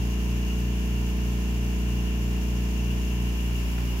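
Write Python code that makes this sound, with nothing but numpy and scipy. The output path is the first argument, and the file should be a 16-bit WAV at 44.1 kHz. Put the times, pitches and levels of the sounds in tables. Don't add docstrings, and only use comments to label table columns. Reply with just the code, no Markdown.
import sys
import numpy as np
from scipy.fft import rfft, irfft, next_fast_len
from scipy.io import wavfile
from scipy.ndimage import map_coordinates

SR = 44100
rng = np.random.default_rng(int(sys.argv[2]) if len(sys.argv) > 2 else 0)


def to_wav(s):
    ch = np.atleast_2d(s).T
    pcm = np.round(np.clip(ch, -1, 1) * 32767)
    wavfile.write(sys.argv[1], SR, pcm.astype(np.int16))


N = 176400

NEAR_HZ, FAR_HZ = 29.215, 29.78
STROKE_S = .0058
# frequency in Hz, left-right correlation from -1 to 1.
STEREO_LIKENESS = [(40, -0.24), (200, 0.41), (600, 0.95), (900, -0.34), (1080, 0.14), (1300, -0.39),
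                   (1700, -0.24), (3000, -0.11), (12000, -0.032)]


def throb(turns, knock_s=.0003, left_lag_s=.00014, trim_db=-.33):
    # multiple of the shaft rate, left and right level in dB before the trim,
    # change in dB once the microphone has turned.
    orders = [(2, -26, -26, -0.5), (4, -36.5, -37.5, -1.8), (5, -57, -57, 2), (6, -36.5, -36.4, -1.5),
              (7, -39, -36.5, -7.5), (8, -41.5, -42, -5.5), (9, -53, -46.2, 4), (10, -50, -51, -4),
              (11, -43, -45.7, -4), (12, -62.5, -51.5, -1.5), (13, -51.5, -51, 2.5), (14, -54.5, -51.5, -2),
              (15, -46, -49, -7.5), (16, -65, -67.5, -5), (17, -68.5, -67, -6), (18, -62, -67.5, 1),
              (20, -61, -58, -0.5), (22, -59, -62, -7), (23, -60.5, -59, -3.5), (24, -56.5, -68, -9),
              (25, -71, -66, -5)]
    out, mic_turn = np.zeros((2, N)), turned()
    for order, left_db, right_db, turn_db in orders:
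        order = round(order)
        hz = order * NEAR_HZ
        if hz > 480:
            timing = np.pi * .00005 * (hz - 480) ** 2
        elif order % 2:
            timing = np.pi / 2 - 2 * np.pi * hz * knock_s
        else:
            timing = -2 * np.pi * hz * STROKE_S
        apart = np.pi * hz * left_lag_s + echo_spread(hz) * rng.uniform(-1, 1)
        shake_db = .5 * order / len(orders) * wobble(14)
        level = amp([[left_db], [right_db]]) * amp(turn_db * mic_turn + shake_db + trim_db)
        out += level * np.sin(2 * np.pi * order * turns + timing + np.array([[-apart], [apart]]))
    return np.sqrt(2) * out


def rattle(turns, shaft_hz, spectrum, scatter_db=4.5, turn_db=-.5, size=8192):
    hz = np.arange(size // 2 + 1) * shaft_hz
    in_band = (hz > spectrum[0][0]) & (hz < spectrum[-1][0])
    level = amp(along(spectrum, hz) + scatter_db * rng.standard_normal((2, len(hz)))) * in_band
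    apart = stereo_angle(hz) * rng.choice([-1, 1], len(hz))
    phase = rng.uniform(0, 2 * np.pi, len(hz)) + np.array([apart, -apart])
    cycle = irfft(level * np.exp(1j * phase)) * size / np.sqrt(2)
    looped = np.array([np.interp(turns, np.arange(size) / size, side, period=1) for side in cycle])
    return amp(turn_db * turned()) * looped


def mains_hum(hum_hz=120.0):
    # multiple of the hum, level in dB.
    partials = [(1, -42), (2, -56), (7, -74), (8, -65.5), (10, -70), (11, -69.5), (12, -69), (13, -69)]
    out = np.zeros((2, N))
    for order, db in partials:
        scatter = echo_spread(hum_hz * order) * rng.standard_normal((2, 1))
        out += amp(db) * np.cos(2 * np.pi * round(order) * hum_hz * clock() + scatter)
    return np.sqrt(2) * out


def valve(turns, puff_s=.0314, pan_db=3.3, flutter_db=2.8):
    # frequency in Hz, base noise density in dB.
    ring = [(2200, -105), (2550, -85.5), (2700, -77), (2830, -74.5), (2950, -80.5), (3080, -87),
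            (3500, -108)]
    # time in seconds, gain in dB.
    ride = [(0, -3), (1, -2.5), (1.5, -5.5), (2, -2.5), (2.6, -3), (3, 2), (3.5, -1.2), (3.8, -1.5),
            (4, -3)]
    puff = np.maximum(np.cos(2 * np.pi * (turns - puff_s * NEAR_HZ)), 0) ** 10
    ringing = noise(ring, ring) * amp([[pan_db], [-pan_db]])
    gain_db = flutter_db * wobble(30.05) + np.interp(clock(), *np.transpose(ride))
    return ringing * (1 + .55 * puff) * amp(gain_db)


def valve_swells(width_s=.03):
    # time of the peak in seconds, pitch in Hz, peak level in dB.
    swells = [(.5, 2830, -45), (.97, 2790, -47.5), (1.98, 2850, -43), (3.9, 2870, -42.5)]
    out, t = np.zeros((2, N)), clock()
    for peak_s, hz, db in swells:
        envelope = amp(db) * np.exp(-((t - peak_s) / width_s) ** 2)
        out += envelope * np.sin(2 * np.pi * hz * t + np.pi * rng.random((2, 1)))
    return out


def outlet_hiss(stroke, pulse_db=.9, flutter_db=.67):
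    # frequency in Hz, base noise density in dB.
    left = [(2500, -108), (4000, -90), (5400, -87), (6600, -82.5), (7500, -87), (8400, -94), (10000, -93.5),
            (12200, -90), (13400, -95), (15500, -91.5)]
    right = [(2500, -108), (4000, -91.5), (5500, -86.5), (6250, -94), (6800, -93), (8300, -98.5),
             (10000, -92), (12300, -89), (14000, -90), (15500, -93)]
    # centre in Hz, width in Hz, lift in dB.
    whistles = [(4140, 150, 0), (4620, 150, 1.5), (5400, 170, 0), (6100, 110, 3), (6620, 65, 5.5),
                (9400, 200, 1.5), (11700, 350, 2)]
    # frequency in Hz, change in dB.
    turn_eq = [(2500, 1), (4500, 1.5), (5500, 3), (6300, -2.5), (6900, 0.5), (7500, 1.5), (11000, 2.2),
               (12300, 1), (13300, 4), (15500, 2)]

    def lift(hz):
        return amp(sum(db / (1 + (2 * (hz - centre) / width) ** 2) for centre, width, db in whistles))

    hiss = recoloured(filtered(noise(left, right), lift), turn_eq)
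    return hiss * amp(pulse_db * stroke + flutter_db * wobble(40))


def rush(stroke, pulse_db=.6):
    # frequency in Hz, base noise density in dB.
    bed = [(20, -77), (40, -64), (75, -70), (180, -73.5), (280, -78.5), (400, -81.5), (500, -82),
           (600, -85.5), (740, -82), (900, -79.5), (1090, -80), (1170, -85), (1650, -82), (2000, -85.5),
           (2450, -83.5), (3200, -84), (3900, -96), (6000, -110)]
    # frequency in Hz, change in dB.
    turn_eq = [(100, 5.5), (270, 5.5), (500, 3), (800, 3), (1100, 2.5), (1900, 1), (2350, 7), (2700, 2.5)]
    return recoloured(noise(bed, bed), turn_eq) * amp(pulse_db * stroke)


def tick(start_s=3.779, attack_s=.0017, burst_db=-37.5, burst_t60_s=.06):
    # frequency in Hz, relative level in dB.
    colour = [(600, -30), (1100, -14), (1430, 0), (1800, -3), (2400, -4), (3200, -10), (8000, -30)]
    # pitch in Hz, level in dB, seconds to fall by 60 dB.
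    modes = [(1440, -38, 0.037), (1800, -41, .03), (2440, -43, .05)]
    age = np.maximum(clock() - start_s, 0)
    burst = noise(colour, colour)
    burst = burst / burst.std() * amp(burst_db - 60 * age / burst_t60_s)
    ring = sum(amp(db - 60 * age / t60) * np.sin(2 * np.pi * hz * age) for hz, db, t60 in modes)
    return (ring + burst) * (1 - np.exp(-age / attack_s))


def shaft(hz, drift_turns=.0006):
    return hz * clock() + drift_turns * wobble(2.87)


def turned():
    # time in seconds, share of the turn from 0 to 1.
    path = [(0, 0.01), (2.8, 0), (3.3, 0.18), (3.65, 0.98), (4, 1)]
    return np.interp(clock(), *np.transpose(path))


def recoloured(x, turn_eq):
    return x * (1 - turned()) + filtered(x, lambda hz: amp(along(turn_eq, hz))) * turned()


def echo_spread(hz):
    return .00079 * hz


def stereo_angle(hz):
    return np.arccos(np.clip(along(STEREO_LIKENESS, hz), -1, 1)) / 2


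def noise(left, right):
    white = rng.standard_normal((2, N))
    mid, side = filtered(white, lambda hz: np.array([np.cos(stereo_angle(hz)), np.sin(stereo_angle(hz))]))
    pair = np.array([mid + side, mid - side])
    return filtered(pair, lambda hz: amp([along(left, hz), along(right, hz)])) * np.sqrt(SR / 2)


def filtered(x, response):
    size = next_fast_len(N + SR // 2)
    return irfft(rfft(x, size) * response(np.fft.rfftfreq(size, 1 / SR)), size)[..., :N]


def wobble(rate):
    return map_coordinates(rng.standard_normal(int(N * rate / SR) + 4), [clock() * rate])


def along(points, hz):
    knots_hz, values = np.transpose(points)
    return np.interp(np.log(hz + 1), np.log(knots_hz + 1), values)


def amp(db):
    return 10 ** (np.asarray(db) / 20)


def clock():
    return np.arange(N) / SR


def scene():
    # frequency in Hz, typical level of a harmonic in dB.
    near_colour = [(745, -68), (980, -67.5), (1090, -62.5), (1170, -85), (1310, -71), (1600, -82),
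                   (1900, -71), (2150, -67.5), (2330, -70), (2450, -62.5), (2540, -70.5), (2700, -64.5),
                   (2900, -61.5), (3020, -65.5), (3150, -76), (3350, -71.5), (4000, -83.5), (5400, -76),
                   (6500, -76.5), (8000, -89)]
    far_colour = [(55, -58), (90, -63), (149, -64), (179, -53.5), (215, -56), (300, -89), (800, -81),
                  (1030, -66.5), (1200, -82), (1490, -77), (1800, -67)]
    near, far = shaft(NEAR_HZ), shaft(FAR_HZ)
    stroke = np.cos(4 * np.pi * (near - STROKE_S * NEAR_HZ))
    machines = throb(near) + rattle(near, NEAR_HZ, near_colour) + rattle(far, FAR_HZ, far_colour)
    return machines + mains_hum() + valve(near) + outlet_hiss(stroke) + rush(stroke) + valve_swells() + tick()


def record(dry):
    return filtered(dry, lambda hz: hz < 15800)


dry = scene()
out = record(dry)
to_wav(out)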